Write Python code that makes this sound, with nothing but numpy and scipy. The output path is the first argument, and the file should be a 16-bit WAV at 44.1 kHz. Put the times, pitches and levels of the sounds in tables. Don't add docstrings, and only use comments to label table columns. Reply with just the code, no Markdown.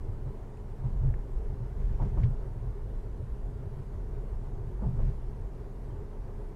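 import sys
import numpy as np
from scipy import signal
from scipy.fft import rfft, irfft, next_fast_len
from scipy.io import wavfile
from scipy.ndimage import uniform_filter1d, map_coordinates

SR = 44100
rng = np.random.default_rng(int(sys.argv[2]) if len(sys.argv) > 2 else 0)


def volts_from_db(level):
    exponent = np.asarray(level, float) / 20
    return 10 ** exponent


def dump(signal):
    limited = np.clip(np.atleast_2d(signal).T, -1, 1)
    pcm = np.round(limited * 32767).astype(np.int16)
    wavfile.write(sys.argv[1], SR, pcm)


N = 288855

# (frequency [Hz], density [dB per Hz])
HISS_SPECTRUM = [(1470, -27), (2500, -8), (2820, -0.5), (3290, -4.5), (10700, -8), (14900, -17.5),
                 (15500, -14.5)]
# (frequency [Hz], density [dB per Hz])
WIND_SPECTRUM = [(500, -15), (1000, -14.5), (1500, 2.5), (2200, -6), (3200, -19.5), (5000, -27.5),
                 (8000, -48)]
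# (time [s], peak [dB], pitch [Hz], width [Hz], t60 [s])
TRIM_TICKS = [(.571, -61, 2600, 700, .015), (.572, -64, 7200, 1400, .015), (1.140, -55, 1950, 700, 0.01),
              (1.1405, -43.5, 1550, 900, 0.0074), (1.893, -53, 1600, 1500, 0.033),
              (1.995, -38, 930, 250, 0.035), (2.022, -43, 900, 300, 0.034),
              (2.172, -49.5, 1100, 350, 0.035), (2.234, -45.5, 1700, 1110, .04),
              (2.236, -53.5, 2900, 1390, 0.054), (2.237, -57, 4000, 2980, 0.09),
              (2.244, -68, 3300, 2000, .07), (4.794, -49, 850, 300, .02), (4.846, -44, 814, 250, 0.017),
              (4.992, -43, 654, 700, .02), (4.9925, -53, 1150, 600, .015)]
# (time [s], peak [dB], cavity ring [dB], length [s], trim rattle [dB])
PATCH_EDGES = [(0.834, -40.5, -4.5, 0.023, -28), (1.022, -47, -5, 0.042, -36), (1.79, -49.5, 1, 0.033, -16),
               (1.895, -47.5, -0.5, 0.03, -25), (1.989, -38, -13, 0.049, -29),
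               (2.016, -39, -1.5, 0.033, -34), (2.17, -34.5, -5.5, 0.031, -29.5),
               (4.803, -50, -11, 0.032, -38), (4.817, -37.5, 4, 0.045, -38), (4.989, -32.5, -12, 0.02, -34),
               (5.022, -45, -11, 0.019, -27)]
# (frequency [Hz], density [dB per Hz])
SLAP_SPECTRUM = [(150, -15), (300, 12), (450, 8.5), (650, 2), (920, 3.5), (1200, -6), (1600, -14),
                 (3000, -56)]
# (frequency [Hz], density [dB per Hz])
RATTLE_SPECTRUM = [(800, -29), (1600, 8), (2500, 0), (4000, -8.5), (7000, -10.5), (12000, -31)]
# (frequency [Hz], width [Hz], level [dB])
CAVITY_MODES = [(174, 32, -6), (200.6, 13.7, -3), (217.3, 9.9, -4)]
# (frequency [Hz], density [dB per Hz])
ROAR_SPECTRUM = [(150, -37.5), (240, -11), (310, -14.5), (500, -15.5), (1000, -24.5), (1400, -33.5),
                 (2100, -40), (4000, -69.5)]
# (frequency [Hz], width [Hz], level [dB])
PANEL_MODES = [(266, 31, -4), (361, 32.2, 4), (411, 22.2, 9), (454, 23.5, 1.5), (900, 181, -10.5),
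               (1520, 18, -31)]
# (frequency [Hz], width [Hz], level [dB])
FLOOR_MODES = [(75.8, 22, -2), (126.6, 21.6, 1)]
# (frequency [Hz], width [Hz], level [dB])
BOOM_MODES = [(27.9, 10.5, -2.5), (39.37, 7.5, -0.5), (49.8, 11.9, -3.5)]
# (time [s], shake [dB])
ROAD_SHAKE = [(.1, -36), (.55, -41), (.8, -37.5), (1.0, -28), (1.25, -37), (1.6, -38), (1.9, -29.5),
              (2.3, -32), (2.55, -38), (2.9, -34.5), (3.2, -40), (3.85, -39), (4.3, -33), (4.7, -37.5),
              (5.1, -33.5), (5.55, -40), (6.45, -39), (6.55, -45)]
# (crest time [s], boom [dB], length [s])
BODY_HEAVES = [(.23, -41, 0.032), (.4, -41, .05), (.96, -31, 0.055), (1.085, -26.5, 0.039),
               (1.18, -29, 0.028), (1.37, -28.5, 0.066), (1.48, -31, 0.054), (1.64, -43, 0.026),
               (1.845, -27, 0.076), (2.03, -28.5, 0.034), (2.195, -23.5, 0.029), (2.39, -34.5, 0.027),
               (2.97, -32, 0.044), (3.32, -32, 0.039), (3.45, -34, 0.079), (4.35, -37, 0.044),
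               (4.5, -38, 0.036), (4.77, -32.5, .04), (4.86, -29, 0.043), (5.03, -25.5, 0.094),
               (5.3, -31.5, 0.039), (5.445, -33.5, 0.042), (6.21, -36.5, 0.049), (6.46, -38, 0.069)]
# (crest time [s], drumming [dB], length [s])
FLOOR_KNOCKS = [(.11, -37, 0.052), (.275, -33.5, 0.043), (.86, -30, 0.043), (.95, -36.5, 0.046),
                (1.07, -27, 0.082), (1.53, -33.5, .05), (1.62, -36.5, 0.037), (1.82, -38, 0.067),
                (1.92, -36.5, 0.046), (2.04, -29.5, .06), (2.16, -34, 0.1), (2.245, -23, 0.045),
                (2.31, -30.5, 0.041), (2.54, -41, 0.064), (2.68, -39, .05), (2.85, -40.5, 0.026),
                (3.22, -37.5, 0.071), (3.66, -37.5, 0.033), (3.79, -42, 0.041), (3.95, -42, .06),
                (4.15, -40, 0.055), (4.59, -39.5, .04), (4.68, -39.5, 0.035), (4.87, -31, 0.045),
                (4.96, -30.5, 0.074), (5.06, -31, 0.068), (5.1, -36, .03), (5.4, -45, 0.044),
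                (5.89, -42, 0.026), (5.95, -38.5, 0.081)]


def unit(x):
    return x / np.sqrt(np.mean(x ** 2) + 1e-20)


def colour(points):
    hz, db = np.transpose(points)
    return lambda f: volts_from_db(np.interp(np.log(f + 1), np.log(hz + 1), db))


def resonances(modes):
    def response(f):
        total = 0
        for k, (hz, width_hz, db) in enumerate(modes):
            damping = 1j * f * width_hz
            total = total + (-1) ** k * volts_from_db(db) * damping / (hz * hz - f * f + damping)
        return total
    return response


def filtered(x, response):
    m = next_fast_len(len(x) + 8192)
    spectrum = rfft(x, m) * response(np.fft.rfftfreq(m, 1 / SR))
    return irfft(spectrum, m)[:len(x)]


def wobble(rate_hz):
    knots = rng.standard_normal(int(N * rate_hz / SR) + 4)
    return map_coordinates(knots, [np.arange(N) * rate_hz / SR])


def patchy(response, depth_db):
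    z = signal.stft(rng.standard_normal(N), nperseg=1024)[2]
    field = uniform_filter1d(rng.standard_normal(z.shape), size=4, axis=0)
    field = uniform_filter1d(field, size=5, axis=1)
    noise = signal.istft(z * volts_from_db(depth_db * unit(field)), nperseg=1024)[1][:N]
    return unit(filtered(noise, response))


def shaken(modes, steep_hz, memory_s):
    ring = resonances(modes)
    x = filtered(rng.standard_normal(N), lambda f: ring(f) / (1 + (f / steep_hz) ** 8))
    size = int(memory_s * SR)
    power = np.abs(uniform_filter1d(uniform_filter1d(x ** 2, size), size))
    return unit(x / np.sqrt(power + 0.031 * power.mean()))


def swells(rows):
    crest_s, db, length_s = np.transpose(rows)[..., None]
    t = np.arange(0, N + 64, 64) / SR
    bells = np.exp(-(2 * (t - crest_s) / np.clip(length_s, .02, .3)) ** 2)
    power = np.sum(volts_from_db(db) ** 2 * bells, axis=0)
    return np.interp(np.arange(N) / SR, t, power)


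def wind_and_hiss():
    wind_db = -74 + 0.43 * wobble(4.0)
    hiss_db = -76.5 + 0.3 * wobble(8.5)
    wind = volts_from_db(wind_db) * patchy(colour(WIND_SPECTRUM), depth_db=1.5)
    return wind + volts_from_db(hiss_db) * patchy(colour(HISS_SPECTRUM), depth_db=3.0)


def trim_ticks():
    out = np.zeros(N + SR)
    t = np.arange(SR // 10) / SR
    for s, db, hz, width_hz, t60_s in TRIM_TICKS:
        tail = 0.2 * rng.standard_normal(len(t)) * volts_from_db(-60 * t / np.clip(t60_s, .003, .1))
        snap = tail + (t == 0)
        panel = resonances([(hz, width_hz, 0)])
        tick = filtered(snap, lambda f: panel(f) ** 3)
        out[round(s * SR):][:len(t)] += volts_from_db(db) * tick / np.abs(tick).max()
    return out[:N]


def patch_bumps():
    slap, ring, shake = np.zeros((3, N + SR))
    t = np.arange(SR // 3) / SR

    def burst(decay_s, rise_s):
        return np.exp(-t / decay_s) * (1 - np.exp(-t / rise_s))

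    for s, db, cavity_db, length_s, rattle_db in PATCH_EDGES:
        at = round(s * SR)
        span = slice(at, at + len(t))
        slap[span] += volts_from_db(db - 6) * burst(np.clip(length_s, .005, .1), 0.003)
        ring[span] += volts_from_db(db + cavity_db + 3) * burst(0.069, 0.014)
        shake[span] += volts_from_db(db + rattle_db) * burst(0.096, 0.016)
    grit = patchy(colour(SLAP_SPECTRUM), depth_db=2.5)
    air = shaken(CAVITY_MODES, steep_hz=252, memory_s=0.057)
    buzz = patchy(colour(RATTLE_SPECTRUM), depth_db=0.5) * volts_from_db(1.4 * wobble(140))
    return slap[:N] * grit + ring[:N] * air + shake[:N] * buzz


def tyre_hum(swing_db):
    hum_db = -54.5 + 0.14 * swing_db
    return volts_from_db(hum_db) * shaken(CAVITY_MODES, steep_hz=263, memory_s=0.15)


def tyre_roar(swing_db, knock_power):
    panels = resonances(PANEL_MODES)
    broad = patchy(colour(ROAR_SPECTRUM), depth_db=1.42)
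    ringing = patchy(lambda f: panels(f) * f ** 6 / (f ** 6 + 176.0 ** 6), depth_db=1.6)
    flutter_db = 1.5 + 0.45 * wobble(9.1) + 0.62 * wobble(30)
    steady_db, knock_db = -52 + 0.066 * swing_db, -28.5
    gain = np.sqrt(volts_from_db(steady_db) ** 2 + volts_from_db(knock_db) ** 2 * knock_power)
    return gain * unit(volts_from_db(-0.5) * broad + ringing) * volts_from_db(flutter_db)


def floor_drumming(swing_db, knock_power):
    drum = shaken(FLOOR_MODES, steep_hz=163.5, memory_s=0.08) * volts_from_db(1.12 * wobble(13))
    steady_db = -44 + 0.23 * swing_db + 1.5 * wobble(12)
    return np.sqrt(volts_from_db(steady_db) ** 2 + knock_power) * drum


def cabin_boom(shake_db):
    boom = shaken(BOOM_MODES, steep_hz=58.4, memory_s=0.033)
    lurching_db = shake_db + 1.5 * wobble(16)
    return np.sqrt(volts_from_db(lurching_db) ** 2 + swells(BODY_HEAVES)) * boom


def road():
    shake_db = np.interp(np.arange(N) / SR, *np.transpose(ROAD_SHAKE))
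    swing_db = shake_db - shake_db.mean()
    knock_power = swells(FLOOR_KNOCKS)
    tyres = tyre_hum(swing_db) + tyre_roar(swing_db, knock_power)
    return tyres + floor_drumming(swing_db, knock_power) + cabin_boom(shake_db)


def scene():
    return (wind_and_hiss() + trim_ticks() + patch_bumps() + road())[None]


def roll_off(x):
    return signal.sosfilt(signal.butter(12, 15630, fs=SR, output="sos"), x)


def record(dry):
    return roll_off(dry)


dry = scene()
out = record(dry)
dump(out)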